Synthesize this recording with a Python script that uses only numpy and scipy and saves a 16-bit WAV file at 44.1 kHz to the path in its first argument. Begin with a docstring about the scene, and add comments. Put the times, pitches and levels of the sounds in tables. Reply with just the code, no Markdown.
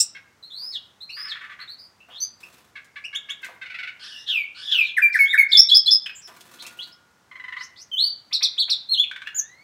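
"""A caged nightingale sings in a small hard-walled room.
Membranes in its syrinx vibrate steadily in whistles and irregularly in rasps, slurs and wheezes;
pulses ring its throat in rattles of short croaks. Wall reflections smear every note.
Something rustles and ticks softly at the cage, over a faint ring and still air.
The loudest notes distort the microphone a little."""
import sys
import numpy as np
from scipy import signal
from scipy.fft import rfft, irfft, next_fast_len
from scipy.io import wavfile

SR = 44100
rng = np.random.default_rng(int(sys.argv[2]) if len(sys.argv) > 2 else 0)


def log_audio(samples):
    """Write samples as a 16-bit WAV file to the path given in sys.argv[1]."""
    # one column per channel
    frames = np.atleast_2d(samples).T
    # limit to full scale, then quantise
    limited = np.clip(frames, -1, 1)
    pcm = np.round(limited * 32767).astype(np.int16)
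    wavfile.write(sys.argv[1], SR, pcm)


N = 424683

# Columns ending in _at are positions within a sound, from 0 to 1.
# gliding notes: start_s, length_s, from_hz, to_hz, level_db, swell_at
WHISTLES = [(0.425, 0.053, 3860, 4330, -43, 0.1), (0.502, .222, 3385, 5154, -34.5, 0.61),
            (1.004, 0.054, 3820, 4200, -40, 0.2), (1.092, 0.19, 3990, 5160, -35.5, 0.59),
            (1.599, 0.038, 3950, 4330, -40, 0.12), (1.673, 0.075, 3570, 4470, -40, .3),
            (1.78, 0.099, 4800, 4780, -45, 0.18), (4.112, .085, 3040, 2800, -39, 0.6),
            (5.256, 0.089, 3080, 3768, -29.5, 0.63), (6.148, 0.056, 6800, 7550, -43.5, 0.23),
            (6.216, .055, 5960, 5290, -43.5, 0.99), (6.647, 0.027, 2180, 2850, -41, 0.36),
            (6.788, 0.027, 2635, 3460, -32.5, 0), (6.917, .025, 4970, 5200, -49.5, .4),
            (9.258, 0.034, 2460, 2910, -37.5, 0.4)]  # soft, levelling off
CHIRPS = [(1.09, 0.022, 2190, 2895, -35, 0.66), (2.429, 0.018, 2250, 2820, -38, 0.44),
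          (3.038, 0.025, 2150, 2926, -29.5, 0.66), (3.145, .029, 2490, 3770, -25.5, .5),
          (3.292, .03, 2410, 3770, -28.5, 0.45)]  # short up-sweeps
WHEEZES = [(3.993, .255, 1481, 1826, -41.5, 0.17), (4.545, 0.18, 1397, 1834, -41.5, .3)]  # low and strained
WHINES = [(9.33, .30, 1481, 2260, -55.5, 0.73)]  # rising in pitch, slowly fading
# harsh glides: start_s, length_s, from_hz, to_hz, level_db, swell_at, roughness
RASPS = [(0, .027, 5500, 5725, -17, 0, 0.074), (0, .026, 7370, 8420, -15.5, 0, .11),
         (0.716, .065, 4706, 2854, -31.5, 0.59, .08), (1.279, .05, 4980, 3090, -31.5, 0.93, .07),
         (2.002, .05, 2610, 2846, -51, 0.06, .06), (2.098, .075, 2920, 3600, -42, 1, .12),
         (2.177, .08, 4075, 4900, -32.5, 0.95, 0.027), (2.202, 0.043, 5920, 6270, -23, 0.42, 0.0064),
         (4.163, 0.069, 5150, 5450, -49, .4, .08), (4.626, 0.078, 3550, 3474, -30.5, 1, 0.076),
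         (4.814, .11, 4160, 3100, -35.5, 0.55, .1), (5.126, .134, 4580, 5100, -44, 0.01, 0.22),
         (5.486, .035, 4700, 5200, -42, .8, .1), (6.059, 0.0146, 3310, 2290, -25.5, 0, 0.116),
         (6.092, 0.013, 3010, 2080, -33, 0.37, .12), (6.585, .04, 3506, 4100, -41.5, .6, .16),
         (6.811, .042, 3664, 4580, -37, 0.4, .09), (7.574, .085, 3780, 6350, -42, 0.81, .12),
         (7.758, .08, 3820, 6450, -43.5, .75, .12)]
# falling slurs: start_s, length_s, from_hz, to_hz, level_db
SLURS = [(4.258, 0.19, 3697, 2210, -27), (4.692, .16, 3485, 2282, -21.5)]
# low two-note calls: start_s, then the held note's delay_s, length_s, from_hz, to_hz, level_db, swell_at
LOW_CALLS = [(4.966, 0.053, 0.061, 2370, 2350, -14, 0.35), (5.14, 0.048, 0.064, 2207, 2192, -12, 0.54),
             (5.327, .049, .056, 2242, 2105, -10.5, 0.34)]
# high three-note calls: start_s, middle_from_hz, middle_to_hz, middle_db,
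# then the warble's delay_s, length_s, from_hz, to_hz, level_db
HIGH_CALLS = [(5.516, 3716, 3415, -11, 0.053, 0.052, 5022, 5494, -7.5),
              (5.686, 3258, 3460, -14.5, 0.057, 0.041, 4900, 5264, -9.5),
              (5.859, 3288, 3554, -18, .048, 0.043, 5110, 5153, -11.5)]
# arched zips: start_s, rise_s, fall_s, end_hz, flick_hz, level_db, rasp_db
ZIPS = [(8.325, 0.011, 0.032, 3565, 1301, -19, -38), (8.422, 0.011, .028, 3400, 1352, -16, -32.5),
        (8.578, .023, 0.032, 3116, 0, -18.5, -48), (8.694, 0.01, .036, 3370, 1201, -18, -36.5)]
# hooked whistles: start_s, length_s, from_hz, top_hz, end_hz, hook_s, level_db, swell_at
HOOKS = [(8.887, .07, 4080, 4280, 2830, 0.031, -17.5, 0.64),
         (8.967, .078, 2807, 3560, 2100, 0.018, -16.5, 0.38),
         (9.345, 0.0553, 6540, 7090, 5910, .026, -20, 0.98)]
# one whistle that dips and swoops up: time_s, pitch_hz, level_db
SWOOP = [(7.914, 3170, -37.5), (7.938, 3073, -26.5), (7.965, 2973, -30), (8.002, 4066, -20.5),
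         (8.045, 4520, -22), (8.081, 4637, -21)]
# harmonics of each kind of note, from the fundamental up: relative_db
WHISTLE_DB = [-1.5, -29.5, -34.5, -44.5, -39.5]
CHIRP_DB = [11, -3.5, -16, -26.5]
WHEEZE_DB = [0, 4, 5.5, -14, -16, -17]
WHINE_DB = [8, -3]
RASP_DB = [4.5, -23.5, -34, -39, -35.5, -31]
SLUR_DB = [6, -24, -34, -40, -33.5, -34]
LOW_CALL_DB = [-3.5, -38, -40.5, -42.5, -34.5, -40, -41, -48.5]
HIGH_CALL_DB = [-6.5, -39.5, -49.5, -48.5]
ZIP_DB = [-6, -34, -46.5, -56]
FULL_DB = [-4, -34, -43, -47.5, -44]
# double croaks: start_s, second_delay_s, relative_db
CHURR = [(1.165, 0.025, -38.5), (1.2411, 0.028, -38.5), (1.3131, 0.036, -36), (1.4065, 0.029, -37),
         (1.492, .021, -39), (1.5865, 0.024, -39)]
# short events: start_s, relative_db
CHUCKS = [(0.1474, -30), (2.7534, -28), (2.9566, -27.5), (3.1272, -26.5), (3.2857, -27.5), (3.428, -24),
          (3.6124, -25.5)]  # round croaks
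TUCKS = [(6.0604, -32), (6.0944, -35), (9.1121, -26.5), (9.1611, -29.5), (9.2183, -30), (9.2713, -25)]  # very short dry croaks
TICKS = [(2.4046, -44), (2.5262, -47), (2.8444, -45.5), (3.4456, -33.5), (6.061, -40), (6.275, -37.5),
         (6.408, -36), (6.539, -41), (6.6231, -30), (6.6657, -27.5)]  # light contacts at the cage
BUMPS = [(0.615, -42.5), (2.086, -35.5), (3.484, -31.5), (6.28, -33), (6.624, -37)]  # soft, dull contacts
# rustling at the cage: start_s, length_s, level_db, swell_at
RUSTLES = [(2.394, 0.35, -56, 0.04), (3.401, .2, -58.5, 0.09), (6.259, 0.66, -51.5, 0.63)]
# faint ring: start_s, length_s, from_hz, to_hz, level_db, swell_at
RING = (6.3, .98, 1428, 1430, -61.5, .46)
# spectral shapes: frequency_hz, gain_db
BEAK = [(4000, -2.5), (6500, -3.5), (11000, -1), (13800, 3.5), (15500, 1)]  # the open beak favours the highest overtones
THROAT = [(500, -35), (900, -37), (1120, -6.5), (1600, 2), (2100, 4.5), (2650, -6.5), (3800, -11),
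          (5500, -27.5), (13000, -46.5)]  # resonances at a gape of 1
RUSTLE_SPECTRUM = [(71, -37), (120, -16.5), (271, -10), (563, -20.5), (1460, -14), (2110, -18),
                   (15500, -28)]
AIR_SPECTRUM = [(35, -35), (60, -3.5), (443, -15), (1420, -13), (1630, -16.5), (1910, -17), (2980, -24),
                (6120, -24.5), (10400, -33.5), (15500, -37)]
TICK_SPECTRUM = [(300, 3.1), (3000, 22), (8000, 18), (15000, 5.9)]
BUMP_SPECTRUM = [(60, -43), (200, -14), (1000, 0), (2500, -10.5), (6000, -30)]
# reverberation time of the room: frequency_hz, t60_s
ROOM_DECAY = [(200, 0.49), (1500, 0.49), (3500, 0.41), (6000, 0.25), (10000, 0.15), (16000, 0.08)]

CLEAR_SHAKE_HZ, HARSH_SHAKE_HZ = 300, 400  # bandwidth of the pitch jitter
BAND_EDGE_HZ = 15900


def syrinx(hz, level_db, partials_db, shake_hz=CLEAR_SHAKE_HZ, waver=.005, rough=0, split=0):
    """Membrane oscillation: harmonics follow a pitch gesture, and irregular vibration adds jitter."""
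    t = np.arange(len(hz)) / SR
    hoarseness = np.interp(level_db, [-50, -36, -22], [2.8, 1.5, 1])
    jitter = waver * hoarseness * (hz / 4400) ** 1.5 + .75 * rough  # full, low notes are the purest
    phase = 2 * np.pi * np.cumsum(hz * (1 + jitter * wander(len(t), shake_hz))) / SR
    tone = sum(gain_of(db + read(BEAK, k * hz)) * np.sin(k * phase) * (k * hz < SR / 2)
               for k, db in enumerate(partials_db, 1))
    # period doubling: strong and weak cycles alternate, giving an undertone an octave down
    tone *= 1 + split * rough * np.cos(phase / 2)
    edges = np.clip(np.minimum(t, t[-1] - t) / .0032, 0, 1)
    return gain_of(level_db) * unit_rms(tone) * np.sin(edges * np.pi / 2) ** 2


def glide(start, length, from_hz, to_hz, db, swell_at, rough=0, *,
          ease, onset_db, end_db, clears=.5, **voice):
    """Frequency sweep: a note slides one way and loses a share of its roughness; gives start, sound."""
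    u = progress(length)
    hz = slide(u, from_hz, to_hz, ease)
    level_db = db + swell(u, swell_at, onset_db, end_db)
    return start, syrinx(hz, level_db, rough=rough * (1 - clears * u), **voice)


def twitter():
    """Jitter and harmonic balance set the timbre: whistles, chirps, rasps, wheezes and a whine."""
    harsh = dict(shake_hz=HARSH_SHAKE_HZ, waver=0)
    for row in WHISTLES:
        yield glide(*row, rough=.028, ease=2, onset_db=-11, end_db=-8.5, clears=.99,
                    partials_db=WHISTLE_DB, waver=.006, split=.75)
    for row in CHIRPS:
        yield glide(*row, ease=2.1, onset_db=-10.5, end_db=-20, partials_db=CHIRP_DB, waver=.006)
    for row in RASPS:
        yield glide(*row, ease=1, onset_db=-12, end_db=-11.5, partials_db=RASP_DB, split=1.7, **harsh)
    for row in WHEEZES:
        yield glide(*row, rough=.12, ease=1.3, onset_db=-10, end_db=-12.5, clears=.3,
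                    partials_db=WHEEZE_DB, **harsh)
    for row in WHINES:
        yield glide(*row, rough=.025, ease=1.05, onset_db=1.5, end_db=-2, clears=.74,
                    partials_db=WHINE_DB, **harsh)


def slurs(fall_s=.086, attack_s=.029, hold_s=.092):
    """Tension sets pitch: as it relaxes along a bell curve, the note sinks and loses its harshness."""
    for start, length, from_hz, to_hz, db in SLURS:
        t = progress(length) * length
        tension = np.exp(-(t / fall_s) ** 2)
        hz = to_hz + (from_hz - to_hz) * tension
        level_db = db + np.interp(t, [0, attack_s, attack_s + hold_s, length], [-24, 0, 2.5, -12])
        yield start, syrinx(hz, level_db, SLUR_DB, HARSH_SHAKE_HZ, rough=.095 * tension ** 1.3, split=1.9)


def low_calls(overshoot_hz=230, settle_s=.004):
    """Pitch overshoot: after a quick drop and a break, a pure held note starts sharp and settles."""
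    for start, delay, length, from_hz, to_hz, db, swell_at in LOW_CALLS:
        yield glide(start, length=.031, from_hz=2250, to_hz=1377, db=-14.5, swell_at=.56,
                    ease=1.15, onset_db=-10, end_db=-21, partials_db=LOW_CALL_DB)
        u = progress(length)
        hz = slide(u, from_hz, to_hz, ease=.92) + overshoot_hz * np.exp(-u * length / settle_s)
        yield start + delay, syrinx(hz, db + swell(u, swell_at, onset_db=-6, end_db=-12), LOW_CALL_DB)


def high_calls(grace_lead_s=.011, warble_hz=128, depth_hz=380, narrowing_s=.025):
    """Biphonation: the two sides of the syrinx overlap in a grace and a middle note; a warble follows."""
    for start, *middle, delay, length, from_hz, to_hz, db in HIGH_CALLS:
        yield glide(start, length=.017, from_hz=3750, to_hz=4500, db=-19, swell_at=.21, rough=.06,
                    ease=1.5, onset_db=-5.5, end_db=-5.5, partials_db=RASP_DB)
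        yield glide(start + grace_lead_s, delay - grace_lead_s, *middle, swell_at=.37, rough=.02,
                    ease=1.4, onset_db=-6, end_db=-6, clears=1, partials_db=FULL_DB, split=1.4)
        u = progress(length)
        t = u * length
        warble = depth_hz * np.exp(-t / narrowing_s) * np.cos(2 * np.pi * warble_hz * t)
        hz = slide(u, from_hz, to_hz, ease=1.6) + warble
        yield start + delay, syrinx(hz, db + swell(u, .65, onset_db=-4, end_db=-8.5), HIGH_CALL_DB)


def zips(rasp_lead_s=.016, from_hz=3100, top_hz=4500, flick_s=.005, thinning_db_per_hz=.001):
    """Rapid frequency modulation: a rasp opens into an arch, thinning where it flicks above the top."""
    for start, rise, fall, end_hz, flick_hz, db, rasp_db in ZIPS:
        yield glide(start - rasp_lead_s, length=.0235, from_hz=1950, to_hz=2880, db=rasp_db, swell_at=1,
                    rough=.22, ease=.93, onset_db=-11.5, end_db=-1.5, partials_db=RASP_DB,
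                    shake_hz=HARSH_SHAKE_HZ, waver=0, split=2.7)
        u = progress(rise + fall)
        t = u * (rise + fall)
        flick = flick_hz * np.exp(-((t - rise) / flick_s) ** 2)
        hz = np.interp(t, [0, rise, rise + fall], [from_hz, top_hz, end_hz]) + flick
        level_db = db + swell(u, .42, onset_db=-8, end_db=-8) - thinning_db_per_hz * flick
        yield start, syrinx(hz, level_db, ZIP_DB, waver=.011)


def full_whistles():
    """Nearly sinusoidal vibration: whistles that climb and hook downward, and one long swoop."""
    for start, length, from_hz, top_hz, end_hz, hook_s, db, swell_at in HOOKS:
        u = progress(length)
        turn = 1 - hook_s / length
        climb = slide(np.minimum(u / turn, 1), from_hz, top_hz, ease=2.18)
        drop = (end_hz - top_hz) * np.maximum((u - turn) / (1 - turn), 0) ** 1.46
        yield start, syrinx(climb + drop, db + swell(u, swell_at, onset_db=-16, end_db=-16.5), FULL_DB)
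    times, hz, db = np.transpose(SWOOP)
    t = np.arange(times[0], times[-1], 1 / SR)
    yield times[0], syrinx(np.interp(t, times, hz), np.interp(t, times, db), FULL_DB)


def croaks(rows, pitch_hz, length_s, fall, gape, tilt_db, gain_db, breath=.3):
    """Source and filter: pulses and breath noise ring the throat, higher as the beak gapes."""
    out, u = np.zeros(N), np.linspace(0, 1, int(length_s * SR))
    throat = [(hz * gape, db) for hz, db in THROAT]
    envelope = np.minimum(u / .16, 1) * (1 - u) ** 1.2
    arch_hz = pitch_hz * (1 - fall * (u - .3) ** 2)
    for start, db in rows:
        stray_hz = breath * (130 * rng.uniform(-1, 1) + 110 * wander(len(u), 250))
        phase = 2 * np.pi * np.cumsum(arch_hz + stray_hz) / SR
        pulses = sum(np.cos(k * phase) for k in range(1, int(BAND_EDGE_HZ / pitch_hz)))
        drive = (1 - breath) * unit_rms(pulses) + breath * rng.standard_normal(len(u))
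        add(out, start, gain_of(db + gain_db) * unit_rms(coloured(drive * envelope, throat, tilt_db)))
    return out


def roll(start_s, gap_s, count, db, **shape):
    """Periodic repetition: a run of croaks swells and eases off; gives rows of start_s, relative_db."""
    return zip(start_s + gap_s * np.arange(count), db + swell(np.linspace(0, 1, count), **shape))


def nightingale():
    """Superposition: tonal notes and pulsed croaks add up to the song."""
    out = np.zeros(N)
    for notes in (twitter(), slurs(), low_calls(), high_calls(), zips(), full_whistles()):
        for start, sound in notes:
            add(out, start, sound)
    churr = [(start + delay, db) for start, second, db in CHURR for delay in (0, second)]
    rattle = roll(3.655, gap_s=.0431, count=6, db=-24, swell_at=.65, onset_db=-8, end_db=-2)
    purr = roll(7.3125, gap_s=.042, count=8, db=-22.5, swell_at=.81, onset_db=-9.5, end_db=-1.5)
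    out += croaks(CHUCKS, pitch_hz=545.2, length_s=.043, fall=.747, gape=1.06, tilt_db=-2.5,
                  gain_db=-13.5, breath=.14)
    out += croaks(churr, pitch_hz=410, length_s=.048, fall=.47, gape=.93, tilt_db=.5, gain_db=-7.5)
    out += croaks(rattle, pitch_hz=721, length_s=.0356, fall=.48, gape=1.207, tilt_db=-4, gain_db=-11)
    out += croaks(purr, pitch_hz=1035.4, length_s=.02, fall=.3, gape=.96, tilt_db=-2.5, gain_db=-11.5)
    out += croaks(TUCKS, pitch_hz=828, length_s=.0085, fall=.46, gape=.92, tilt_db=3, gain_db=-6.5)
    return out


def knocks(rows, spectrum, t60_s, gain_db):
    """Damped impacts: each small contact at the cage is a puff of noise that decays exponentially."""
    out, t = np.zeros(N), np.arange(SR // 10) / SR
    for start, db in rows:
        puff = unit_rms(coloured(rng.standard_normal(len(t)), spectrum))
        add(out, start, gain_of(db + gain_db - 60 * t / t60_s) * puff)
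    return out


def rustle(grain_db=5.4, grain_hz=81):
    """Random amplitude modulation breaks noise into the grains of a rustle."""
    out = np.zeros(N)
    for start, length, db, swell_at in RUSTLES:
        u = progress(length)
        grains = rng.standard_normal(len(u)) * gain_of(grain_db * wander(len(u), grain_hz))
        envelope = gain_of(db + swell(u, swell_at, onset_db=-9.5, end_db=-12))
        envelope *= signal.windows.tukey(len(u), .1)
        add(out, start, envelope * unit_rms(coloured(grains, RUSTLE_SPECTRUM)))
    return out


def ring():
    """A single partial of almost steady frequency swells and fades as a faint ring."""
    out = np.zeros(N)
    add(out, *glide(*RING, ease=1, onset_db=-14, end_db=-19, partials_db=[0], shake_hz=30, waver=.003))
    return out


def room(x, near_t60_s=.09, tail_db=-9.5):
    """Reverberation: early reflections from near walls, then a diffuse tail whose treble dies first."""
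    t = np.arange(SR) / SR
    dense_taps = rng.choice([-1., 1.], SR) * (rng.random(SR) < 4000 / SR) * (t > .008)
    hz, frame_s, spectra = signal.stft(dense_taps, SR, nperseg=256)
    decay = gain_of(-60 * frame_s / read(ROOM_DECAY, hz)[:, None])
    tail = signal.istft(spectra * decay, SR, nperseg=256)[1][:SR]
    sparse_taps = rng.choice([-1., 1.], SR) * (rng.random(SR) < 700 / SR) * (t > .003)
    near = sparse_taps * gain_of(-60 * t / near_t60_s)
    echoes = unit_rms(near) + gain_of(tail_db) * unit_rms(tail)
    return x + signal.fftconvolve(x, echoes / np.sqrt(SR))[:N]


def still_air(level_db=-61):
    """Stationary broadband noise, strongest in the bass, is the hush of the room."""
    return gain_of(level_db) * unit_rms(coloured(rng.standard_normal(N), AIR_SPECTRUM))


def gain_of(db):
    """Decibels as an amplitude ratio."""
    return 10 ** (np.asarray(db) / 20)


def unit_rms(x):
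    """Normalisation to rms 1."""
    return x / np.sqrt(np.mean(x ** 2) + 1e-20)


def read(points, hz):
    """Interpolation of a table on a log-frequency axis."""
    f, value = np.transpose(points)
    return np.interp(np.log(hz + 1), np.log(f + 1), value)


def add(mix, start_s, sound):
    """Superposition of a sound onto the mix."""
    part = mix[max(round(start_s * SR), 0):][:len(sound)]
    part += sound[:len(part)]


def coloured(x, spectrum, tilt_db=0):
    """Linear filtering by a spectrum, tilted by tilt_db an octave between 1 and 6 kHz."""
    size = next_fast_len(2 * len(x))
    hz = np.fft.rfftfreq(size, 1 / SR)
    octaves = np.log2(np.clip(hz, 1000, 6000) / 2000)
    return irfft(rfft(x, size) * gain_of(read(spectrum, hz) + tilt_db * octaves), size)[:len(x)]


def wander(size, cutoff_hz):
    """Low-pass noise: a random drift of rms 1."""
    hz = np.fft.rfftfreq(SR, 1 / SR)
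    drift = irfft(rfft(rng.standard_normal(SR)) / (1 + (hz / cutoff_hz) ** 4))
    return unit_rms(drift)[np.arange(size) % SR]


def progress(length_s):
    """Normalised time, from 0 to 1 over a sound."""
    return np.linspace(0, 1, int(length_s * SR))


def slide(u, from_hz, to_hz, ease):
    """Power-law pitch contour; an ease above 1 makes it level off."""
    return to_hz + (from_hz - to_hz) * (1 - u) ** ease


def swell(u, swell_at, onset_db, end_db):
    """Level envelope: from onset_db through 0 dB at swell_at to end_db."""
    return np.interp(u, [0, np.clip(swell_at, .01, .99), 1], [onset_db, 0, end_db])


def scene():
    """Bird and cage excite the same reverberant room, over still air."""
    air = still_air()
    bird = nightingale()
    ticks = knocks(TICKS, TICK_SPECTRUM, t60_s=.051, gain_db=-7.5)
    bumps = knocks(BUMPS, BUMP_SPECTRUM, t60_s=.33, gain_db=-16.5)
    return (room(bird + ticks + bumps + rustle() + ring()) + air)[None]


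def record(dry, asymmetry=.032, knee=.7, headroom=.2, bass_cut_hz=95):
    """Nonlinear transduction: the microphone bends and rounds the loudest peaks, then limits the band."""
    bent = dry - asymmetry * dry ** 2
    excess = np.maximum(abs(bent) - knee, 0)
    rounded = bent - np.sign(bent) * (excess - headroom * np.tanh(excess / headroom))
    highpass = signal.butter(2, bass_cut_hz, "highpass", fs=SR, output="sos")
    lowpass = signal.firwin(511, BAND_EDGE_HZ, window=("kaiser", 9), fs=SR)
    return signal.oaconvolve(signal.sosfilt(highpass, rounded), lowpass[None], "same")


dry = scene()
out = record(dry)
log_audio(out)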